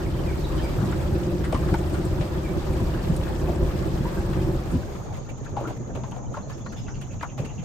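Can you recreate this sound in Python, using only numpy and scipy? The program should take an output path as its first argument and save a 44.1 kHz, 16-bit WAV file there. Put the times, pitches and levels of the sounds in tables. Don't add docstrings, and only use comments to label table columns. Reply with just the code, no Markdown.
import sys
import numpy as np
from scipy import signal
from scipy.fft import rfft, irfft, next_fast_len
from scipy.io import wavfile
from scipy.ndimage import uniform_filter1d

SR = 44100
rng = np.random.default_rng(int(sys.argv[2]) if len(sys.argv) > 2 else 0)


def master(y):
    cut = np.clip(np.atleast_2d(y).T, -1, 1)
    pcm = np.round(cut * 32767)
    wavfile.write(sys.argv[1], SR, pcm.astype(np.int16))


N = 336924

# (frequency [Hz], correlation [0 to 1])
CORRELATION = [(30, 0.89), (300, 0.96), (600, 0.079), (1000, 0.28), (1600, 0.0093), (4500, 0.013),
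               (6000, 0.092), (7500, 1), (10000, 1), (16000, 1)]


def from_db(db):
    return 10 ** (np.asarray(db) / 20)


def rms_one(x):
    return x / np.sqrt(np.mean(x ** 2) + 1e-20)


def match_power(x, envelope):
    return rms_one(x) * np.sqrt(np.mean(envelope ** 2))


def decay(t, t60):
    return from_db(-60 * t / t60)


def in_time(curve):
    return np.interp(np.arange(N) / SR, *np.transpose(curve))


def at_hz(points, hz):
    frequencies, values = np.transpose(points)
    return np.interp(np.log(hz), np.log(frequencies), values)


def ramp(start_s, length_s):
    return np.clip((np.arange(N) / SR - start_s) / length_s, 0, 1)


def drift(corner_hz):
    pole = np.exp(-2 * np.pi * corner_hz * 40 / SR)
    slow = signal.lfilter([1], [1, -2 * pole, pole * pole], rng.standard_normal(N // 40 + 2002))[2000:]
    return np.interp(np.arange(N) / 40, np.arange(len(slow)), rms_one(slow))


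def band(x, low_hz, high_hz):
    sections = signal.butter(2, [low_hz, min(high_hz, .48 * SR)], "band", fs=SR, output="sos")
    return signal.sosfilt(sections, x + 1e-18)


def resonate(x, hz, width_hz):
    r = np.exp(-np.pi * width_hz / SR)
    feedback = [1, -2 * r * np.cos(2 * np.pi * hz / SR), r * r]
    return signal.lfilter(np.array([1, 0, -1]) * (1 - r * r) / 2, feedback, x + 1e-18)


def stereo(pair, correlation):
    mid = np.sqrt(1 + correlation) * pair[0]
    side = np.sqrt(1 - correlation) * pair[1]
    return np.array([mid + side, mid - side]) / np.sqrt(2)


def add(out, s, sound):
    i = max(0, round(s * SR))
    out[..., i:i + sound.shape[-1]] += sound[..., :N - i]


def banded_noise(spectrum, patchy_db, surge_db, correlation=None):
    out, surge = 0, surge_db * drift(16)
    edges = 20 * 2 ** np.arange(0, 10.1, .5)
    white = rng.standard_normal((2, 2, N))
    for k, (low, high) in enumerate(zip(edges, edges[1:])):
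        hz = np.sqrt(low * high)
        if spectrum[0][0] <= hz <= spectrum[-1][0] * np.sqrt(2):
            gain = from_db(at_hz(spectrum, hz) + surge + patchy_db * drift(24))
            alike = at_hz(CORRELATION, hz) if correlation is None else correlation
            out = out + gain * stereo(band(white[k % 2], low, high), alike)
    return rms_one(out)


def periodic_wave(turns, harmonics=64):
    cycle = irfft(np.r_[0, np.exp(2j * np.pi * rng.random(harmonics))], 2048)
    return rms_one(np.interp(turns % 1, np.linspace(0, 1, len(cycle)), cycle))


def motor(jitter_turns=.009, uneven_db=4.5, easing_db_per_s=.27, churn_db=2):
    # (time [s], firing rate [Hz])
    speed = [(0, 15.9), (.4, 16.05), (.8, 15.75), (1.3, 15.1), (1.8, 15.68), (2.1, 15.68), (2.42, 15.35),
             (2.78, 16.27), (3.4, 16.25), (3.65, 16.05), (4.8, 16.55)]
    # (frequency [Hz], bandwidth [Hz], level [dB])
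    modes = [(61.3, 45, 2.5), (81, 27, 3.5), (130.8, 21, 4), (158.2, 26, 1.5), (182.2, 23, 0),
             (240, 85, -11), (315.4, 31, -.5), (350.5, 20, 1.5), (383, 24, -3.5), (519.7, 24.3, -8),
             (578, 22, -10.5), (905, 1100, -26.5)]
    churn = churn_db * drift(9.7)
    level_db = -26 - easing_db_per_s * np.arange(N) / SR + churn
    turns = np.cumsum(in_time(speed)) / SR + jitter_turns * drift(3.7)
    shake = periodic_wave(turns) + .56 * drift(2.6) * periodic_wave(turns)
    firings = np.diff(np.floor(turns), prepend=0) * from_db(uneven_db * rng.standard_normal(N))
    gas = band(stereo(rng.standard_normal((2, N)), .11), 32, 1200)
    puffs = rms_one(np.exp(-1.5 * (turns % 1)) * gas)
    drive = shake + .25 * rms_one(band(firings, 31, 1220)) + .58 * puffs
    size = next_fast_len(N)
    f = np.arange(size // 2 + 1) * SR / size
    power = sum((from_db(db) / (1 + (2 * (f - hz) / width) ** 2)) ** 2 for hz, width, db in modes)
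    return from_db(level_db) * rms_one(irfft(rfft(drive, size) * np.sqrt(power), size)[:, :N])


def buffeting():
    # (time [s], level [dB])
    gusts = [(0, -2), (.8, 2.5), (1.3, -2.5), (2.15, 1.5), (2.3, -9), (2.76, 0.5), (2.83, 3), (3.2, -1),
             (4.2, 1)]
    # (frequency [Hz], spectral density [dB])
    spectrum = [(15, -14), (28, -4), (50, 2), (90, -3.5), (160, -8.5), (230, -14), (300, -17), (500, -19.5),
                (1500, -72)]
    return from_db(-28.5 + in_time(gusts)) * banded_noise(spectrum, patchy_db=2.5, surge_db=.5)


def bubbles(per_s, spread_db, low_hz, high_hz, q, pitches=16):
    strengths = from_db(spread_db * np.minimum(rng.exponential(1, N), 3)) * rng.choice([-1, 1], N)
    impulses = strengths * (rng.random(N) < per_s / SR)
    out, pitch_index = 0, rng.integers(0, pitches, N)
    for k, hz in enumerate(np.geomspace(low_hz, high_hz, pitches)):
        kicks = impulses * (pitch_index == k) * rng.standard_normal((2, N))
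        out = out + stereo(resonate(kicks, hz, hz / q), at_hz(CORRELATION, hz)) / hz
    return rms_one(out)


def bow_wave():
    # (time [s], level [dB])
    wash = [(0, 2), (.12, -1.5), (.2, 0), (.6, 2), (1.0, 1.5), (1.35, -1), (1.7, 1.1), (2.05, 0),
            (2.55, -0.5), (2.75, 1), (3.25, 1.5), (3.62, -0.5), (3.78, 1), (4.35, -0.1), (4.65, 1.5),
            (4.8, 4)]
    # (frequency [Hz], spectral density [dB])
    spectrum = [(100, -33), (330, -35), (450, 8), (700, 1), (1300, -4), (2500, -14.5), (5000, -16),
                (7000, -22), (10500, -23.5), (13000, -24.5), (16000, -50)]
    rush = from_db(-39) * banded_noise(spectrum, patchy_db=1.6, surge_db=.7)
    froth = from_db(-49) * bubbles(per_s=420, spread_db=3, low_hz=650, high_hz=3380, q=32, pitches=24)
    fizz = from_db(-57) * bubbles(per_s=800, spread_db=4, low_hz=2600, high_hz=9000, q=18)
    return from_db(in_time(wash)) * (rush + froth + fizz) * from_db([[.3], [-.3]])


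def whistle(length_s, start_hz, end_hz, rasp):
    progress = np.linspace(0, 1, int(length_s * SR))
    shake = rms_one(uniform_filter1d(rng.standard_normal(len(progress)), size=50))
    hz = (start_hz + (end_hz - start_hz) * progress) * (1 + rasp * shake)
    return np.sin(np.pi * progress) * np.sin(2 * np.pi * np.cumsum(hz) / SR)


def scattered(call, t60, echo_db=-1):
    t = np.arange(SR // 3) / SR
    leaves = rng.standard_normal((2, len(t))) * decay(t, t60) * (t > .008)
    echo = signal.fftconvolve(call[None], rms_one(leaves) / np.sqrt(len(t)), axes=1)[:, :N]
    return call + from_db(echo_db) * echo


def birds():
    # (time [s], length [s], start pitch [Hz], end pitch [Hz], level [dB])
    notes = [(0.183, 0.018, 3180, 2950, -46.5), (0.27, 0.054, 2430, 2190, -43), (.37, .06, 4200, 4370, -54),
             (0.437, 0.017, 3950, 3700, -40.5), (0.57, 0.037, 3050, 3100, -45),
             (0.616, 0.047, 4850, 4950, -50), (0.618, 0.059, 2420, 2220, -45.5),
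             (2.432, 0.054, 2440, 2160, -44.5)]
    # (time [s], length [s], start pitch [Hz], end pitch [Hz], level [dB])
    sweeps = [(6.424, 0.02, 4250, 4200, -56.5), (6.522, .012, 4300, 5300, -55),
              (6.529, .02, 5150, 5600, -50.5), (6.607, .012, 3300, 3550, -54),
              (6.645, .01, 4170, 5400, -55.5), (6.649, 0.042, 3900, 4450, -55.5),
              (6.684, 0.015, 3950, 5400, -55), (6.687, 0.027, 5950, 6100, -49.5),
              (6.71, .009, 5600, 4400, -53), (6.756, .04, 3380, 3620, -53), (6.76, .06, 5250, 5000, -54),
              (6.886, .014, 4750, 5650, -53), (6.898, .03, 5870, 6200, -49), (6.94, 0.025, 5400, 3700, -58)]
    # (time [s], level [dB])
    pip_run = [(6.862, -50.5), (6.939, -49), (7.007, -52), (7.104, -50), (7.194, -50), (7.285, -49.5),
               (7.383, -53), (7.485, -47.5), (7.578, -46.5)]
    song, twitter, pips = np.zeros((3, N))
    t = np.arange(SR // 8) / SR
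    for voice, rows, rasp in (song, notes, .032), (twitter, sweeps, .02):
        for s, length_s, start_hz, end_hz, db in rows:
            add(voice, s, from_db(db) * whistle(length_s, start_hz, end_hz, rasp))
    for s, db in pip_run:
        add(pips, s, from_db(db) * whistle(.014, 2900 * rng.uniform(.98, 1.03), 2480, rasp=.045))
        add(pips, s + .008, from_db(db - 5) * whistle(.018, 3350, 2750, rasp=.08))
        hoarse = rms_one(band(band(rng.standard_normal(len(t)), 1300, 3300), 1300, 3100))
        add(pips, s + .014, from_db(db - 3) * hoarse * decay(t, .088))
    calls = scattered(song, t60=.3) + scattered(twitter, t60=.26) + scattered(pips, t60=.13)
    return calls * from_db([[-1], [1]])


def slaps(attack_s=.0032, gulp_q=2.7, grain_db=6, gurgle_db=-8, crack_db=-5):
    # (time [s], level [dB], trapped-air pitch [Hz], relative spray [dB], t60 [s])
    waves = [(.252, -44, 616, -13, 0.029), (.815, -36, 1270, -15, 0.17), (.924, -32, 1470, -6, 0.08),
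             (1.443, -39.5, 1770, 0, 0.18), (1.529, -19.5, 607, -13, 0.046), (1.547, -27, 1080, -6.5, 0.11),
             (1.689, -44, 1480, 7, 0.11), (1.742, -22.5, 1370, -11.5, 0.053),
             (1.945, -38.5, 1504, -1, 0.17), (2.213, -32, 598, -3.5, 0.19),
             (2.669, -35.5, 1220, -11, 0.098), (2.921, -45.5, 1540, -16, 0.17),
             (3.263, -39.5, 1600, -8, 0.14), (3.488, -32, 578, -22, 0.27), (3.547, -33, 680, -26, 0.055),
             (4.334, -48, 1880, 9, 0.15), (4.36, -42.5, 1045, -10, 0.19), (4.955, -36.5, 1160, -9, 0.065),
             (5.175, -37, 710, -29, 0.087), (5.462, -40, 1580, -19, 0.088), (5.568, -32, 727, -12, 0.33),
             (5.61, -33.5, 342, -28, 0.69), (5.641, -36, 1190, -22, 0.13), (5.679, -38, 647, -14, 0.16),
             (5.952, -32.5, 597, -15, 0.26), (6.037, -40.5, 1000, -5, 0.15), (6.12, -39, 850, -13, 0.2),
             (6.163, -36.5, 743, -16, 0.19), (6.342, -36.5, 1310, -18, 0.15),
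             (6.371, -33.5, 1000, -14, 0.16), (6.498, -43.5, 1140, -5, 0.27),
             (6.664, -33.5, 1320, -10, 0.07), (6.884, -40, 1544, -9, 0.13), (7.211, -38.5, 1790, -6, 0.15),
             (7.23, -25, 1172, -22, 0.088), (7.38, -35, 674, -17, 0.11), (7.392, -34.5, 400, -25, 0.39),
             (7.448, -42, 610, -6, 0.15)]
    out, t = np.zeros((2, N)), np.arange(SR // 3) / SR
    for s, db, hz, spray_db, t60 in waves:
        swell = np.minimum(t / attack_s, 1) * decay(t, t60)
        tail = np.minimum(t / .0062, 1) * decay(t, 1.3 * t60)
        snap = decay(t, .023)
        grains = rng.standard_normal((2, len(t)))
        grains *= from_db(grain_db * np.clip(rng.standard_normal(len(t)), -3, 3))
        cavity = resonate(swell * stereo(grains, .73), hz, hz / gulp_q)
        gulp = match_power(band(cavity, 115, 1350), swell)
        bubble_hz = hz * rng.uniform(.57, 1.7, size=4)
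        rings = sum(resonate(stereo(grains, .21), f, width_hz=11) for f in bubble_hz)
        gurgle = from_db(gurgle_db) * match_power(tail * rings, tail)
        spray = match_power(band(swell * stereo(grains, .17), 450, 2540), swell)
        crack = from_db(crack_db) * match_power(band(snap * stereo(grains, .69), 620, 3700), snap)
        add(out, s - attack_s, from_db(db) * (gulp + gurgle + from_db(spray_db) * (spray + crack)))
    return out * from_db([[1.3], [-1.3]])


def plops(attack_s=.002, rise_per_s=.38, wobble=.038):
    # (time [s], level [dB], pitch [Hz], t60 [s])
    large_bubbles = [(.595, -36, 1780, .08), (1.452, -35, 2050, .06), (1.529, -14.5, 540, .04),
                     (1.542, -22, 255, .12), (1.744, -17.5, 900, .045), (2.213, -24, 600, .05),
                     (2.945, -34, 1600, .07), (3.489, -23, 640, .07), (4.054, -27, 973, .14),
                     (4.172, -33, 1560, .07), (4.747, -16, 245, .08), (5.571, -18.5, 800, .085),
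                     (5.61, -26, 570, .1), (5.652, -29, 1346, .1), (5.672, -28, 326, .18),
                     (5.956, -28, 600, .08), (5.975, -27, 383, .09), (6.039, -32, 1040, .06),
                     (6.341, -34, 1340, .08), (6.371, -26, 580, .08), (7.394, -26, 520, .06)]
    out, t = np.zeros(N), np.arange(SR // 5) / SR
    for s, db, hz, t60 in large_bubbles:
        shape = rms_one(uniform_filter1d(rng.standard_normal(len(t)), size=160))
        pitch_hz = hz * (1 + rise_per_s * t + wobble * shape)
        ring = np.sin(2 * np.pi * np.cumsum(pitch_hz) / SR) * decay(t, t60)
        add(out, s, from_db(db) * np.minimum(t / attack_s, 1) * ring)
    return out * from_db([[.8], [-.8]])


def knocks(attack_s=.00688, thud_band_hz=(50, 230)):
    # (time [s], level [dB])
    heaves = [(.785, -12.5), (0.824, -13), (1.121, -12.5), (1.545, -18), (2.198, -17), (2.815, -11.5),
              (3.1, -11), (4.005, -19), (4.194, -13.5), (4.443, -13.5), (4.727, -12), (4.757, -14),
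              (5.676, -30.5), (7.398, -19), (7.445, -25.5)]
    out, t = np.zeros((2, N)), np.arange(SR // 4) / SR
    rise = np.minimum(t / attack_s, 1)
    for s, db in heaves:
        push = rise * decay(t, .18) * stereo(rng.standard_normal((2, len(t))), .86)
        thud = band(band(push, *thud_band_hz), *thud_band_hz)
        flex_hz = 115 * rng.uniform(.8, 1.25)
        flex = rise * decay(t, .041) * np.sin(2 * np.pi * flex_hz * t)
        add(out, s - attack_s, from_db(db - 5) * thud / np.abs(thud).max())
        add(out, s, from_db(db - 3) * flex / np.abs(flex).max())
    return out


def droplets(spatter_db=-1, grain_db=4):
    # (time [s], peak level [dB], t60 [s])
    landings = [(.856, -40, 0.067), (1.446, -41, 0.1), (1.524, -36, 0.17), (1.738, -40, .1),
                (1.935, -38, .16), (2.054, -35, .06), (2.731, -42, .06), (3.164, -29.5, 0.035),
                (4.713, -38.5, .17), (6.111, -48, .04), (7.013, -42, .05)]
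    out, t = np.zeros((2, N)), np.arange(SR // 4) / SR
    for s, db, t60 in landings:
        grains = rng.standard_normal(len(t)) * decay(t, t60)
        grains *= from_db(grain_db * np.clip(rng.standard_normal(len(t)), -2, 2))
        ring = rms_one(resonate(grains, hz=8200, width_hz=1100))
        drop = ring + from_db(spatter_db) * rms_one(band(grains, 8500, 10000))
        add(out, s, from_db(db) * drop / np.abs(drop).max())
    return out


def drone():
    # (frequency [Hz], spectral density [dB])
    spectrum = [(15, -23), (30, -3), (65, -6.5), (100, -0.5), (128, -5.5), (200, -7), (300, -14),
                (450, -62), (1500, -67)]
    low_noise = band(stereo(rng.standard_normal((2, N)), .23), 101, 141)
    hum = rms_one(resonate(low_noise, hz=126.5, width_hz=17.5))
    rumble = banded_noise(spectrum, patchy_db=1.5, surge_db=2, correlation=.55)
    return from_db(-35.5) * rumble + from_db(-36.5) * hum


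def lapping(adrift_s, settle_db_per_s=2.5):
    # (frequency [Hz], spectral density [dB])
    spectrum = [(120, -10), (300, 5), (440, 8.5), (680, 6.5), (1000, -1), (2000, -23.5), (4000, -22),
                (6000, -31), (8000, -55), (16000, -55)]
    lap = from_db(-39) * banded_noise(spectrum, patchy_db=3.5, surge_db=-1)
    froth = from_db(-54) * bubbles(per_s=300, spread_db=2, low_hz=557, high_hz=3950, q=63)
    return from_db(-settle_db_per_s * adrift_s) * (lap + froth)


def cicadas(adrift_s, nearing_db_per_s=1, waver_db=1.1):
    # (frequency [Hz], bandwidth of each filter pass [Hz], level [dB])
    modes = [(6100, 980, -2), (6660, 740, 6), (7070, 260, -2)]
    chorus = 0
    for hz, width, db in modes:
        clicks = stereo(rng.standard_normal((2, N)), .21)
        buzz = resonate(resonate(clicks, hz, width), hz, width)
        chorus = chorus + from_db(db + waver_db * drift(23)) * buzz
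    chorus = rms_one(band(band(chorus, 4700, 7500), 4700, 7500))
    return from_db(-56 + nearing_db_per_s * adrift_s) * chorus * from_db([[-1.3], [1.3]])


def ripples(attack_s=.009, bubble_db=1, bubble_q=16, grain_db=1):
    # (time [s], level [dB], t60 [s], nominal bubble pitch [Hz])
    breaks = [(5.126, -51, 0.37, 1110), (5.288, -48, 0.12, 2580), (5.446, -53, 0.077, 1650),
              (5.6, -55, 0.7, 1390), (5.672, -45.5, 0.22, 1510), (5.951, -48, 0.056, 2560),
              (6.112, -50, 0.048, 2830), (6.498, -49.5, 0.23, 1700), (6.722, -45, 0.084, 1480),
              (6.764, -50.5, 0.3, 3360), (7.013, -49, 0.1, 2800), (7.225, -43, 0.045, 2100),
              (7.378, -48, 0.19, 2600), (7.448, -47, 0.11, 2490)]
    # (frequency [Hz], spectral density [dB])
    spectrum = [(500, 4), (1500, 16), (4000, 9), (8000, 1.5), (12200, -3.5), (16000, -30)]
    flow = from_db(-65 + 8.5 * np.tanh(drift(13)))
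    burble, t = np.zeros((2, N)), np.arange(SR // 2) / SR
    for s, db, t60, hz in breaks:
        splash = np.minimum(t / attack_s, 1) * decay(np.maximum(t - attack_s, 0), t60)
        add(flow, s - attack_s / 2, from_db(db) * splash)
        bubble_hz = hz * rng.uniform(.835, 1.12, size=3)
        rings = sum(resonate(splash * rng.standard_normal((2, len(t))), f, f / bubble_q) for f in bubble_hz)
        add(burble, s, from_db(db + bubble_db) * match_power(band(rings, 640, 4000), splash))
    drops = rms_one(from_db(grain_db * drift(140)))
    return burble + flow * drops * banded_noise(spectrum, patchy_db=2, surge_db=1.5)


def scene(motor_fades_at_s=4.42, adrift_at_s=4.36, fade_s=.77):
    adrift_s = np.maximum(np.arange(N) / SR - adrift_at_s, 0)
    running = motor() + buffeting() + bow_wave()
    drifting = drone() + lapping(adrift_s) + cicadas(adrift_s) + ripples()
    bed = (1 - ramp(motor_fades_at_s, fade_s)) * running + ramp(adrift_at_s, fade_s) * drifting
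    return bed + slaps() + plops() + knocks() + droplets() + birds()


def record(dry, cutoff_hz=15750):
    # (frequency [Hz], lead of the left [rad])
    port_phase = [(0, 0), (250, 0), (500, .4), (900, 0), (1400, .7), (2200, 0), (5500, 0), (6700, .6),
                  (7500, 0), (13800, -6.28), (22050, -14.5)]
    size = next_fast_len(N + SR // 10)
    phase = np.interp(np.arange(size // 2 + 1) * SR / size, *np.transpose(port_phase))
    left = irfft(rfft(dry[0], size) * np.exp(1j * phase), size)[:N]
    low_pass = signal.ellip(10, .1, 90, cutoff_hz, fs=SR, output="sos")
    return signal.sosfilt(low_pass, np.array([left, dry[1]]))


dry = scene()
out = record(dry)
master(out)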